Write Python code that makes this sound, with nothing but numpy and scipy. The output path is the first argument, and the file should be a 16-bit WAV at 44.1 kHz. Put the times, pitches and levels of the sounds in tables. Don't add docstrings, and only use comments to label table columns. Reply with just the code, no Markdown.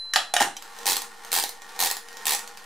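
import sys
import numpy as np
from scipy import signal
from scipy.io import wavfile

SR = 44100
rng = np.random.default_rng(int(sys.argv[2]) if len(sys.argv) > 2 else 0)


def generate_wav(sig):
    pcm = np.round(np.clip(np.atleast_2d(sig).T, -1, 1) * 32767).astype(np.int16)
    wavfile.write(sys.argv[1], SR, pcm)


N = 116865


def amp(db):
    return 10 ** (np.asarray(db) / 20)


def unit(x):
    return x / np.sqrt(np.mean(np.sum(x ** 2, -1)) + 1e-20)


def at_hz(points, hz):
    freq_hz, value = np.transpose(points)
    return np.interp(np.log(hz + 1), np.log(freq_hz + 1), value)


def add(mix, start_s, sound):
    part = mix[:, max(round(start_s * SR), 0):][:, :sound.shape[-1]]
    part += sound[..., :part.shape[-1]]


def convolve(x, response):
    return signal.fftconvolve(x, np.atleast_2d(response), axes=1)[:, :N]


def pan(left_minus_right_db):
    return amp([[left_minus_right_db / 2], [-left_minus_right_db / 2]])


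def correlate(noises, correlation=0.85):
    mid = np.sqrt((1 + correlation) / 2) * noises[0]
    side = np.sqrt((1 - correlation) / 2) * noises[1]
    return np.array([mid + side, mid - side])


def colour(x, spectrum, size=4096):
    log_gain = np.log(amp(at_hz(spectrum, abs(np.fft.fftfreq(size, 1 / SR)))))
    response = np.fft.ifft(np.exp(np.conj(signal.hilbert(log_gain)))).real
    return convolve(x, unit(response[:size // 2]))


def ring(modes, rise_s=1e-5):
    t = np.arange(SR // 3) / SR
    attack = 1 - np.exp(-t / rise_s)
    return sum(amp(level_db) * unit(amp(-60 * t / t60_s) * attack * np.sin(2 * np.pi * hz * t))
               for hz, level_db, t60_s in modes)


def resonate(x, modes, gain_db):
    return amp(gain_db) * convolve(x, unit(ring(modes)))


def contact(decay_s, rise_s, size=2048):
    t = np.arange(size) / SR
    noise = correlate(rng.standard_normal((2, size)))
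    return unit(noise * np.exp(-t / decay_s) * (1 - np.exp(-t / rise_s)))


# freq_hz, t60_s
ROOM_DECAY = [(100, 0.34), (500, 0.33), (1400, 0.32), (4000, 0.25), (9000, 0.28), (15000, 0.16)]
# freq_hz, correlation
ROOM_CORRELATION = [(100, 1), (700, .94), (1500, 0.89), (4000, 0.91), (12000, 0.69)]


def room_tail(size=256, onset_s=0.0013):
    hz, frame_s, bands = signal.stft(rng.standard_normal((2, SR * 2 // 3)), SR, nperseg=size)
    bands = correlate(bands, at_hz(ROOM_CORRELATION, hz)[:, None])
    decay = amp(-60 * frame_s / at_hz(ROOM_DECAY, hz)[:, None])
    echo = signal.istft(bands * decay, SR, nperseg=size)[1]
    t = np.arange(echo.shape[1]) / SR
    return unit(echo * (1 - np.exp(-(t / onset_s) ** 2)))


def room(x, wet_db, tails=4, cycle_s=0.03):
    position = np.arange(N) / SR / cycle_s * tails
    distances = [np.minimum(abs((position - k) % tails - tails / 2), 1) for k in range(tails)]
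    echo = sum(convolve(x * np.cos(np.pi / 2 * d), room_tail()) for d in distances)
    return x + amp(wet_db) * echo


def hush():
    # freq_hz, level_db
    spectrum = [(20, 8), (60, -11), (200, -3), (1000, 0), (4000, -43), (15000, -43)]
    return amp(-63.5) * colour(correlate(rng.standard_normal((2, N)), 0.52), spectrum)


# freq_hz, level_db, t60_s
BELL_MODES = [(4050, -31.5, 1.37), (4043.5, -61, 1.2), (9900, -52, 0.35)]


def bell():
    t = np.arange(N) / SR
    return pan(-2) * sum(amp(level_db - 60 * t / t60_s) * np.sin(2 * np.pi * hz * t)
                         for hz, level_db, t60_s in BELL_MODES)


# start_s, crack_db, knock_db, lever_db, case_db, case_hz, thud_db
LEVER_BLOWS = [(0.1359, -1, -6.5, 5, -19, 800, -41), (0.1591, -3, 8, 4, 5, 762, -39),
               (0.1639, -1.5, -7.5, 0.5, -1.5, 717, -28), (0.3384, 1, -2, -2.5, 6.5, 740, -22.5),
               (.3648, -0.5, 2.5, 5.5, 4.5, 714, -31), (0.4018, -3, -8, 2.5, -4, 764, -13),
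               (0.4066, -0.5, -6, -0.5, 10.5, 795.4, -3.5), (0.4163, -3.5, 1.5, -4, 10, 795, -6.5),
               (0.4244, -1.5, -5, 1, -26, 760, -20)]
# freq_hz, level_db, t60_s
LEVER_MODES = [(1204, -15, 0.12), (1538, -21, 0.07), (1634, -10.5, 0.072), (1830, -4, 0.013),
               (2890, -13, 0.075), (3950, -11, 0.022), (5435, -12.5, 0.01), (7070, -11, 0.013)]
# pitch_ratio, level_db, t60_s
CASE_MODES = [(.9, -17, 0.037), (1.001, -2.5, 0.063), (1.09, -8.5, 0.028)]
# freq_hz, level_db
CRACK_SPECTRUM = [(60, -17.5), (500, -26.5), (1000, -16), (2300, -5.5), (3600, -2.5), (7000, 0),
                  (10000, -2.5), (15500, -14.5)]
KNOCK_SPECTRUM = [(60, -25), (450, -17), (700, -6.5), (1150, -0.5), (1700, 2), (2400, -2.5), (3300, 2.5),
                  (5500, -6.5), (9000, -47), (15500, -31)]
THUD_SPECTRUM = [(30, -18), (80, -15), (125, 1.5), (200, -2.5), (320, 5.5), (470, 0), (650, -2), (1500, 1),
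                 (8000, -55)]


def lever_clacks(ring_rise_s=0.0022):
    crack, knock, thud, rings = np.zeros((4, 2, N))
    for start_s, crack_db, knock_db, lever_db, case_db, case_hz, thud_db in LEVER_BLOWS:
        add(crack, start_s, amp(crack_db) * contact(decay_s=0.0024, rise_s=0.001))
        add(knock, start_s, amp(knock_db) * contact(decay_s=0.0028, rise_s=0.00038))
        lever = [(hz * (1 + 0.012 * rng.standard_normal()), db, t60_s) for hz, db, t60_s in LEVER_MODES]
        case = [(ratio * case_hz, db, t60_s) for ratio, db, t60_s in CASE_MODES]
        add(rings, start_s, amp(lever_db) * ring(lever, ring_rise_s))
        add(rings, start_s, amp(case_db) * ring(case, ring_rise_s))
        add(thud, start_s, amp(thud_db) * contact(decay_s=0.0062, rise_s=0.0045))
    blows = colour(crack, CRACK_SPECTRUM) + colour(knock, KNOCK_SPECTRUM) + colour(thud, THUD_SPECTRUM)
    return amp(0.5) * (pan(-1.5) * room(blows, wet_db=-1) + room(rings, wet_db=-6.5, tails=2))


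# start_s, level_db
TICK_HITS = [(.567, -5), (0.6239, -7), (0.7723, -30), (0.7875, -8.5), (0.8317, -10.5), (1.2484, -6.5),
             (1.29, -17), (1.6199, -9.5), (1.6917, -13.5), (1.763, -13.5), (2.0858, -10.5), (2.1285, -11.5),
             (2.170, -6), (2.2222, -15), (2.4759, -6), (2.5731, -8.5), (2.642, -16)]
# freq_hz, level_db
TICK_SPECTRUM = [(100, -22), (600, 2), (1800, -2), (3200, 0.5), (6000, 0.5), (9000, -5), (15500, -10.5)]


def ticks():
    hits = np.zeros((2, N))
    for start_s, level_db in TICK_HITS:
        add(hits, start_s, amp(level_db) * contact(decay_s=0.0013, rise_s=0.0002))
    return amp(-8) * pan(-1.26) * room(colour(hits, TICK_SPECTRUM), wet_db=-1, tails=2)


# freq_hz, level_db, t60_s
HANDLE_MODES = [(3100, -15, .07), (5850, -12, .05), (6500, -16, .04), (12400, -30, .06)]


def handle_ping(start_s=0.5678):
    ping = np.zeros((2, N))
    add(ping, start_s, ring(HANDLE_MODES, rise_s=0.00047))
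    return ping


# time_s, level_db
GEAR_ENVELOPE = [(0, -5), (.3, -4.5), (.55, -3.5), (.65, 5), (.74, 5.5), (.79, 10.5), (.95, 8.5),
                 (1.13, 2.5), (1.2, 4), (1.28, 8), (1.45, 3.5), (1.6, 0.5), (1.68, 5), (1.76, 8.5),
                 (2.05, 2), (2.2, 7.5), (2.4, 7.5), (2.55, 2), (2.65, 5)]
# freq_hz, level_db
GEAR_SPECTRUM = [(40, -26), (130, -24.5), (210, -9.5), (600, 1.5), (900, 11.5), (1900, 11), (2600, 4),
                 (4500, 3.5), (9000, -1.5), (15500, -11.5)]
# freq_hz, level_db, t60_s
HOUSING_MODES = [(781, -2, 0.21), (817.6, 3.5, 0.14), (922.5, 3, 0.055), (1057, -1, 0.093),
                 (1153, -2.5, 0.17), (1462.5, -1.5, 0.078), (1828, -12, 0.077), (1869, 2.5, 0.1),
                 (4350, -5, 0.036)]
TRAY_MODES = [(216.2, -0.5, 0.75), (325, -7, 0.24), (473.3, -2.5, 0.14)]


def gears(knocks_per_s=4500, spread_db=2.8, gain_db=-52.5):
    strengths = amp(spread_db * np.minimum(rng.exponential(1, N), 4))
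    strengths *= rng.random(N) < knocks_per_s / SR
    knocks = unit(correlate(rng.standard_normal((2, N))) * strengths) * np.sqrt(N)
    envelope = amp(gain_db + np.interp(np.arange(N) / SR, *np.transpose(GEAR_ENVELOPE)))
    scratch = room(colour(knocks * envelope, GEAR_SPECTRUM), wet_db=-6.5, tails=2)
    housing = resonate(scratch, HOUSING_MODES, gain_db=-11)
    tray = resonate(scratch, TRAY_MODES, gain_db=-3.5)
    return scratch + housing + tray


# start_s, tooth_gap_s, level_db
CRANK_TURNS = [(.8568, .0100, 0), (1.3175, .0110, 0), (1.7915, .0108, 0), (2.2550, .01265, -.3)]
TOOTH_LEVELS_DB = [-4, 1.5, -.5, -.5, -.3, -1.8, -1, -3]
# start_s, level_db
CARRY_SNAPS = [(.9575, -8), (.967, 0), (1.0189, -9.5), (1.426, -5.5), (1.4377, -2), (1.4919, -10),
               (1.901, -7), (1.9122, -1.5), (1.968, -10), (2.328, -9), (2.392, -14)]
# freq_hz, level_db
CLICK_SPECTRUM = [(40, -32), (130, -21.5), (300, -12), (450, -7.5), (600, -12.5), (850, 0), (1400, -6),
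                  (2100, 1.5), (2800, -3), (4200, 3.5), (5500, 0), (7500, 0.5), (10000, -1.5), (15500, -3)]


def ratchet(decay_s=0.0017, rise_s=0.0003, rebound_s=0.005, rebound_db=-8.5, slowing=0.0075):
    hits = np.zeros((2, N))
    for start_s, tooth_gap_s, turn_db in CRANK_TURNS:
        for k, tooth_db in enumerate(TOOTH_LEVELS_DB):
            drop_s = start_s + k * tooth_gap_s * (1 + slowing * k)
            gain = amp(turn_db + tooth_db)
            add(hits, drop_s, gain * contact(decay_s, rise_s))
            bounce_s = drop_s + rebound_s * rng.uniform(0.6, 1.4)
            add(hits, bounce_s, gain * amp(rebound_db) * contact(decay_s, rise_s))
    for start_s, level_db in CARRY_SNAPS:
        add(hits, start_s, amp(level_db) * contact(decay_s, rise_s))
    clicks = colour(hits, CLICK_SPECTRUM)
    housing = resonate(clicks, HOUSING_MODES, gain_db=-9.5)
    return amp(3.5) * pan(-1.26) * (room(clicks, wet_db=-2) + housing)


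# freq_hz, level_db, t60_s
ROCKING_MODES = [(45, -32, 0.36), (82.5, -31.5, 0.033)]


def rocking(delay_s=0.008):
    bumps = np.zeros((2, N))
    for start_s, _, turn_db in CRANK_TURNS:
        add(bumps, start_s + delay_s, amp(turn_db) * ring(ROCKING_MODES, rise_s=0.01))
    return bumps


def scene():
    return hush() + bell() + lever_clacks() + ratchet() + gears() + rocking() + ticks() + handle_ping()


def record(dry):
    cutoff_hz, dc_offset = 15650, -0.0034
    lowpass = signal.firwin(255, cutoff_hz, window=("kaiser", 9), fs=SR)
    return dc_offset + signal.oaconvolve(dry, lowpass[None], "same")


dry = scene()
out = record(dry)
generate_wav(out)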